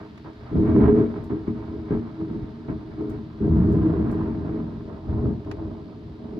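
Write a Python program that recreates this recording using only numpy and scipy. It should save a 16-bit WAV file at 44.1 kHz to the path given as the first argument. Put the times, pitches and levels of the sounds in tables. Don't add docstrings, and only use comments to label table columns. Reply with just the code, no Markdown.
import sys
import numpy as np
from scipy import signal
from scipy.fft import rfft, irfft, next_fast_len
from scipy.io import wavfile
from scipy.ndimage import uniform_filter1d, minimum_filter1d, map_coordinates

SR = 44100
rng = np.random.default_rng(int(sys.argv[2]) if len(sys.argv) > 2 else 0)


def to_wav(s):
    ch = np.atleast_2d(s).T
    pcm = np.round(np.clip(ch, -1, 1) * 32767)
    wavfile.write(sys.argv[1], SR, pcm.astype(np.int16))


N = 282057

# start_s, length_s, strength_db, crackle_db (against strength), depth_db (wake: more boom, less growl)
CLAPS = [(0.261, 0.043, -55, -1, 7), (0.511, 0.031, -31.5, -28, 3.5), (0.681, 0.028, -23.5, -23.5, -1.5),
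         (0.743, 0.042, -21, -26, -2.5), (0.851, 0.054, -24, -17.5, -7.5), (1.155, 0.036, -35, -13, 2.5),
         (1.302, 0.034, -28.5, -19, -1.5), (1.47, 0.033, -31, -17.5, 2), (1.906, 0.026, -26.5, -17.5, 3),
         (2.2, 0.032, -34, -19, 1), (2.683, 0.053, -32.5, -15, 2.5), (2.986, 0.027, -43.5, -17, -5.5),
         (3.403, 0.044, -30, -26, 5), (3.554, 0.04, -34, -18.5, -4.5)]
# frequency_hz, density_db (per Hz)
CLAP_SPECTRUM = [(20, -41), (45, -11), (80, -9), (170, 6.5), (310, 1), (420, -5), (520, -22.5), (1000, -46),
                 (4000, -100)]
# frequency_hz, density_db (per Hz)
CRACKLE_SPECTRUM = [(250, -47), (430, -6), (560, 5.5), (700, 3.5), (810, 1), (1020, -0.5), (1300, -0.5),
                    (1550, -8), (2100, -18), (2600, -20.5), (4000, -31), (6500, -58.5), (12000, -76.5)]


def amp(db):
    return 10 ** (np.asarray(db) / 20)


def unit(x):
    return x / np.sqrt(np.mean(x ** 2) + 1e-20)


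def along(points, hz):
    f, v = np.transpose(points)
    return np.interp(np.log(hz + 1), np.log(f + 1), v)


def curves(rows):
    s, *cols = np.transpose(rows)
    return [np.interp(np.arange(N) / SR, s, c) for c in cols]


def wobble(rate):
    knots = rng.standard_normal(int(N * rate / SR) + 4)
    return map_coordinates(knots, [np.arange(N) * rate / SR])


def filtered(x, response):
    m = next_fast_len(N + SR // 2)
    return irfft(rfft(x, m) * response(np.fft.rfftfreq(m, 1 / SR)), m)[..., :N]


def causal(x, shape, size=32768):
    cepstrum = irfft(np.log(amp(shape(np.fft.rfftfreq(size, 1 / SR)))))
    response = irfft(np.exp(rfft(2 * cepstrum[:size // 2], size)))
    response = response / np.linalg.norm(response)
    return signal.fftconvolve(x, response[None], axes=1)[:, :N]


def ring(x, spectrum):
    return causal(x, lambda hz: along(spectrum, hz))


def shocks(rate, scatter_db):
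    arrive = rng.random((2, N)) < rate / SR
    sign = np.sign(rng.standard_normal((2, N)))
    size = amp(scatter_db * rng.standard_normal((2, N)))
    return unit(arrive * sign * size)


def even(x, seconds):
    window = max(int(seconds * SR), 2)
    power = uniform_filter1d(uniform_filter1d(x ** 2, window), window)
    return x / np.sqrt(np.abs(power) + 1e-9)


def swell(start, hold, fade):
    rise_s, rise_share = 0.011, 0.26
    range_db = 18.5
    end_db_per_s = 151
    age = np.arange(N) / SR - start
    rise = np.clip(age / (rise_s + rise_share * hold), 1e-6, 1)
    fading = np.maximum(age - rise_s - hold, 0)
    spent = np.maximum(fading - range_db / fade, 0)
    silence_db = 100 * (age < 0)
    return 10 * np.log10(rise) - silence_db - fade * fading - end_db_per_s * spent


def swarms():
    # boom_db, growl_db, crackle_db
    peals = [(0, 0.0034, 245, -44, -3, -2, 2.5), (0.24, 0.027, 221, -51.5, 7, 13, 5),
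             (0.346, 0.26, 92, -49, 6.5, -2, -1.5), (0.458, 0.026, 101, -57.5, -9.5, -5, 11.5),
             (0.53, 0.082, 98, -21.5, -1.5, -2.5, -21), (.64, 0.08, 102, -28.5, -3.5, -5.5, -12.5),
             (0.745, 0.17, 150, -18, -3.5, -2, -16.5), (0.811, 0.087, 128.5, -32, 0, -3.5, -9),
             (0.968, 0.036, 169.5, -25, -1, 3.5, -13.5), (1.08, 0.12, 111, -41.5, 2, 2, -9.5),
             (1.55, .06, 88, -42.5, 1, -2, -6.5), (1.667, 0.09, 104, -41, 3.5, 5.5, -11.5),
             (1.869, .06, 75.5, -48.5, -4.5, -4, 2), (1.915, 0.026, 200, -29, -1, -0.5, -15.5),
             (2.005, 0.039, 87.5, -45.5, -2.5, -0.5, -5), (2.284, 0.066, 174, -32, -3.5, -1, -22),
             (2.418, 0.013, 252, -40.5, 8.5, 3, -21), (2.717, 0.016, 264.5, -34, 0, -5.5, -23),
             (2.778, 0.024, 98, -52.5, -9, 4.5, -16), (2.973, 0.041, 90.5, -41.5, 1.5, 11.5, -19.5),
             (3.075, 0.039, 129, -37.5, 2.5, -1, -15), (3.416, 0.11, 57.5, -22, -6, -5, -24),
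             (3.534, 0.2, 16.5, -24, -1.5, -1.5, -19), (3.747, 0.38, 29, -32.5, -7, 1.5, -11),
             (4.117, 0.15, 148, -36, -5.5, -0.5, -9), (4.4, 0.18, 78.5, -32, -10.5, -2.5, -15.5),
             (4.869, 0.078, 185, -44.5, -3, 7, -2), (5.018, 0.046, 120, -48, 3, -5.5, -1.5),
             (5.049, 0.2, 100.5, -33, 4, -2.5, -10.5), (5.102, .06, 90.5, -31.5, -0.5, -6, -18.5),
             (5.221, 0.074, 175, -27.5, 2, -4.5, -19), (5.456, 0.036, 118, -40.5, 5.5, 5.5, -5),
             (5.567, 0.041, 66, -42, 5.5, 2.5, -4.5), (5.641, 0.034, 94, -36, -7.5, -2, -13),
             (5.719, 0.043, 95, -48.5, -3, 0, -10), (6.049, .05, 116, -52.5, 8.5, -4, -7),
             (6.217, .05, 82, -42, -2.5, 0, -9), (6.314, .08, 60, -37.5, -16, 1, -15.5)]
    # time_s, level_db
    rumble = [(0, -48), (.15, -50), (.5, -56), (1.1, -42), (1.43, -43.5), (1.6, -43), (1.86, -43),
              (2.3, -44.5), (2.62, -45.5), (2.85, -44.5), (3.15, -42.5), (3.32, -45), (4.6, -41),
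              (4.84, -44), (5.02, -46), (5.75, -44), (6.02, -46), (6.4, -47)]
    # boom_db, thud_db, growl_db, crackle_db
    rumble_mix = (1, 3, 1, -8)
    wake_db, wake_s, wake_db_per_s = -4.5, 0.028, 133.5
    shapes, mixes = [curves(rumble)[0]], [rumble_mix]
    for s, hold, fade, db, boom_db, growl_db, crackle_db in peals:
        shapes.append(swell(s, hold, fade))
        mixes.append(db + np.array([boom_db, 0, growl_db, crackle_db]))
    for s, _, db, crackle_db, depth_db in CLAPS:
        shapes.append(swell(s, wake_s, wake_db_per_s))
        mixes.append(db + wake_db + np.array([depth_db, 0, -depth_db, crackle_db]))
    power = amp(mixes).T ** 2 @ amp(shapes) ** 2
    return 10 * np.log10(power)


def roll(boom_db, thud_db, growl_db):
    # frequency_hz, density_db (per Hz)
    boom_spectrum = [(15, -45), (28, -24), (42, -5.5), (58, -5.5), (72, -2.5), (125, 3.5), (155, -9.5),
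                     (230, -62), (500, -100)]
    thud_spectrum = [(60, -45), (110, -15.5), (140, -1), (175, -1.5), (230, -1.5), (265, -8), (340, -24.5),
                     (700, -80)]
    growl_spectrum = [(130, -43.5), (230, -16), (275, -3), (315, 0), (360, -6), (440, -11), (510, -23),
                      (700, -23.5), (1500, -73.5), (4000, -110)]
    boom = even(ring(shocks(rate=370, scatter_db=2.5), boom_spectrum), seconds=0.065)
    thud = even(ring(shocks(rate=300, scatter_db=4.0), thud_spectrum), seconds=0.042)
    growl = even(ring(shocks(rate=300, scatter_db=4.5), growl_spectrum), seconds=0.031)
    return amp(boom_db - 0.5) * boom + amp(thud_db - 5.0) * thud + amp(growl_db - 6.0) * growl


def crackle(level_db):
    # frequency_hz, gain_db
    far_air = [(400, 7), (750, 4), (1100, -2), (2000, -11), (4000, -28)]
    near = ring(shocks(rate=1200, scatter_db=1.5), CRACKLE_SPECTRUM)
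    far = filtered(near, lambda hz: amp(along(far_air, hz)))
    dullness = np.interp(np.arange(N) / SR, [4.3, 5.3], [0, .65])
    grain = even((1 - dullness) * near + dullness * far, seconds=0.077)
    clumps_db = 1.3 * wobble(60)
    return amp(level_db - 3.5 + clumps_db) * grain


def claps():
    low, high = np.zeros((2, 2, N))
    swarm = shocks(rate=900, scatter_db=2)
    for s, length, db, crackle_db, _ in CLAPS:
        start, count = round(s * SR), round(length * SR)
        volley = unit(swarm[:, start:start + count] * np.linspace(1, .5, count))
        low[:, start:start + count] += amp(db) * volley
        high[:, start:start + count] += amp(db + crackle_db) * volley
    return ring(low, CLAP_SPECTRUM) + ring(high, CRACKLE_SPECTRUM)


def lone_shocks(events, spectrum):
    echo_db, echo_s = -9.5, 0.0056
    pair = np.zeros((2, N))
    for s, db in events:
        start = round(s * SR)
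        pair[0, start] += amp(db)
        for channel in pair:
            delays = (rng.uniform(.1, 1, size=4) * echo_s * SR).astype(int)
            channel[start + delays] += amp(db + echo_db) * rng.standard_normal(size=4)
    return ring(pair, spectrum)


def surges():
    # start_s, length_s, mean_rate_hz (shocks per second), strength_db
    runs = [(0.681, 0.034, 320, -27), (0.693, 0.068, 85, -23), (0.824, 0.072, 80, -25.5),
            (0.852, 0.1, 415, -30.5), (0.88, 0.066, 220, -25), (0.956, 0.066, 422.9, -35.5),
            (1.309, 0.079, 313.4, -36.5), (1.476, 0.031, 316, -34), (1.482, 0.037, 205, -34.5),
            (2.177, 0.067, 319, -37.5), (3.09, 0.22, 227, -46.5), (3.479, 0.069, 81.5, -22),
            (3.555, 0.11, 181.3, -24.5), (3.649, .045, 318, -27.5), (3.829, 0.051, 318, -25.5),
            (4.521, .14, 232, -43.5), (5.234, 0.092, 101.1, -31.5), (5.281, 0.055, 210.6, -32),
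            (5.463, .05, 315, -42), (6.321, .07, 230.5, -44.5)]
    jitter, rough_db = 0.027, -1.5
    t = np.arange(N) / SR
    pace = np.cumsum(1 + jitter * wobble(90)) / SR
    size = amp(rough_db * wobble(70))
    pair = np.zeros((2, N))
    for s, length, hz, db in runs:
        arch = np.sqrt(np.abs(np.sin(np.pi * np.clip((t - s) / length, 0, 1))))
        tone = np.sqrt(2) * np.sin(2 * np.pi * (hz * pace + rng.random()))
        pair[0] += amp(db) * arch * size * tone
    return pair


def room(x):
    # centre_hz, width_hz, first_lift_db, second_lift_db (from the first and the second direction)
    modes = [(73, 27, 2.5, 7), (169.5, 15, 4, 10.5), (213.4, 14, 7.5, 8.5), (231.15, 10, 13, 7),
             (243, 18, -1, -3.5), (274.4, 20, 6.5, 2.5), (321.6, 25, 12.5, 10.5), (354, 8.8, 0, -4.5),
             (399.6, 18, 11, 10), (422.7, 18.7, 15.5, 7), (470.6, 14, 8.5, 10), (580, 23, -1.5, 2.5),
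             (638.3, 21, 9, 8), (683, 3.2, 2.5, 8.5), (911.5, 18, 10.5, 8), (1017, 67, 6.5, 7.5),
             (1273, 80, 2, 1), (1600, 78, 6.5, 5.5), (1910, 330, 5, 4), (2245, 96, 11, -1)]
    # time_s, bearing (0 first direction - 1 second)
    bearing = [(3.2, 0.023), (3.4, 1), (5.3, 0.41), (6.2, 0)]
    centre, width, first_db, second_db = np.transpose(modes)

    def peaks(hz):
        return 1 / (1 + (2 * (hz[:, None] - centre) / width) ** 2)

    turn = np.clip(curves(bearing)[0] + .25 * wobble(9), 0, 1)
    first = causal((1 - turn) * x, lambda hz: peaks(hz) @ first_db)
    second = causal(turn * x, lambda hz: peaks(hz) @ second_db)
    return first + second


def taps(events, spectrum, t60, room_db, room_t60):
    t = np.arange(N) / SR
    level = np.zeros(N)
    for s, db in events:
        age = np.maximum(t - s, 0)
        onset = (t >= s) * (1 - np.exp(-age / 0.0014))
        snap = amp(-60 * age / t60)
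        tail = amp(room_db - 60 * age / room_t60)
        level += amp(db) * onset * (snap + tail)
    return level * ring(rng.standard_normal((2, N)), spectrum)


def hiss():
    # frequency_hz, density_db (per Hz)
    hiss_spectrum = [(100, -15.5), (1000, 8.5), (2000, 2), (2600, 0), (3900, 2), (4900, -2), (5800, -11.5),
                     (7500, -19.5), (9000, -29.5), (11500, -20.5), (13000, -33.5), (16000, -39.5)]
    # time_s, level_db
    rain = [(0, -60.5), (1, -61.5), (3.5, -62.5), (6.4, -63)]
    wash = amp(.4 * wobble(2.9)) * ring(rng.standard_normal((2, N)), hiss_spectrum)
    drops = amp(-6.5) * ring(shocks(rate=260, scatter_db=2.5), hiss_spectrum)
    return amp(curves(rain)[0]) * (wash + drops)


def spread(pair):
    # frequency_hz, side_against_mid_db
    side_width = [(60, -23), (100, -18), (180, -18), (260, -8), (325, -16.5), (370, -13), (430, -9.5),
                  (600, -3.5), (1100, -6), (1900, 0), (4000, -4.5)]
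    # frequency_hz, left_minus_right_db
    lean = [(400, 0.3), (650, -3.5), (1200, -3.5), (1900, -0.5), (3000, 1)]
    # frequency_hz, lag_rad
    lag = [(430, 0.13), (950, 0.45), (1550, 1.7), (2100, 1.9), (2650, 5), (3300, 5.5), (4000, 6.5),
           (6000, 7.5)]
    mid = pair[0]
    side = filtered(pair[1], lambda hz: amp(along(side_width, hz)))
    half = np.array([[.5], [-.5]])

    def offset(hz):
        return amp(half * along(lean, hz)) * np.exp(-1j * half * along(lag, hz))

    return filtered(np.array([mid + side, mid - side]), offset)


def scene():
    # time_s, strength_db
    crack_events = [(.701, -22.5), (.763, -15), (0.803, -17.5), (.84, -10.5), (.859, -9), (.881, -9),
                    (.924, -19.5), (.984, -22), (1.022, -22.5), (1.141, -18), (1.299, -23), (1.31, -21.5),
                    (1.493, -25.5), (1.904, -29), (1.922, -22.5), (1.95, -21.5), (1.972, -22), (2.213, -24),
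                    (2.301, -26.5), (2.683, -26.5), (3.009, -26.5), (3.187, -27), (3.568, -21),
                    (3.756, -21.5), (3.788, -24.5), (3.83, -21), (3.942, -25.5), (3.993, -23.5),
                    (4.129, -21), (4.21, -18.5), (4.279, -24), (4.494, -25), (4.6, -22), (5.097, -26),
                    (5.886, -43)]
    # time_s, strength_db
    thump_events = [(.554, -7), (.61, -3), (.748, -1), (.852, 1), (1.021, -5), (1.948, -6), (3.59, -2.5),
                    (3.67, -3.5), (3.901, -4), (3.95, -6.5), (3.994, -5), (5.24, -8), (5.287, -9)]
    # time_s, level_db
    tick_events = [(1.24, -57.5), (3.096, -55), (3.722, -54.5), (4.112, -53.5)]
    click_events = [(.176, -40.5), (5.447, -46.5), (5.5125, -29.5)]
    # frequency_hz, density_db (per Hz)
    crack_spectrum = [(250, -44), (500, -6.5), (750, 6), (1300, 1), (1800, -16), (2500, -18), (3500, -26.5),
                      (5000, -41.5), (7000, -62), (12000, -88)]
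    tick_spectrum = [(2000, -17), (5000, -4.5), (7700, -2.5), (8400, -1), (9100, -16.5), (11000, -4.5),
                     (12500, -1), (13500, -23.5), (15500, -9.5)]
    click_spectrum = [(150, -19), (400, 4), (1200, 4.5), (2200, -2), (3500, -9.5), (6500, -17.5),
                      (9000, -34), (10800, -25), (13000, -37), (15000, -36)]
    *low_db, crackle_db = [db + 1 * wobble(13) for db in swarms()]
    thunder = roll(*low_db) + crackle(crackle_db) + claps() + surges()
    cracks = lone_shocks(crack_events, crack_spectrum)
    thumps = lone_shocks(thump_events, CLAP_SPECTRUM)
    outside = room(thunder + cracks + thumps) + hiss()
    ticks = taps(tick_events, tick_spectrum, t60=0.018, room_db=-10, room_t60=0.17)
    clicks = taps(click_events, click_spectrum, t60=.033, room_db=-26, room_t60=.2)
    return spread(outside) + ticks + clicks


def record(dry):
    needed = np.minimum(1, amp(-5) / (np.abs(dry).max(axis=0) + 1e-9))
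    gain = uniform_filter1d(minimum_filter1d(needed, size=900), size=900)
    return filtered(dry * gain, lambda hz: hz < 15700)


dry = scene()
out = record(dry)
to_wav(out)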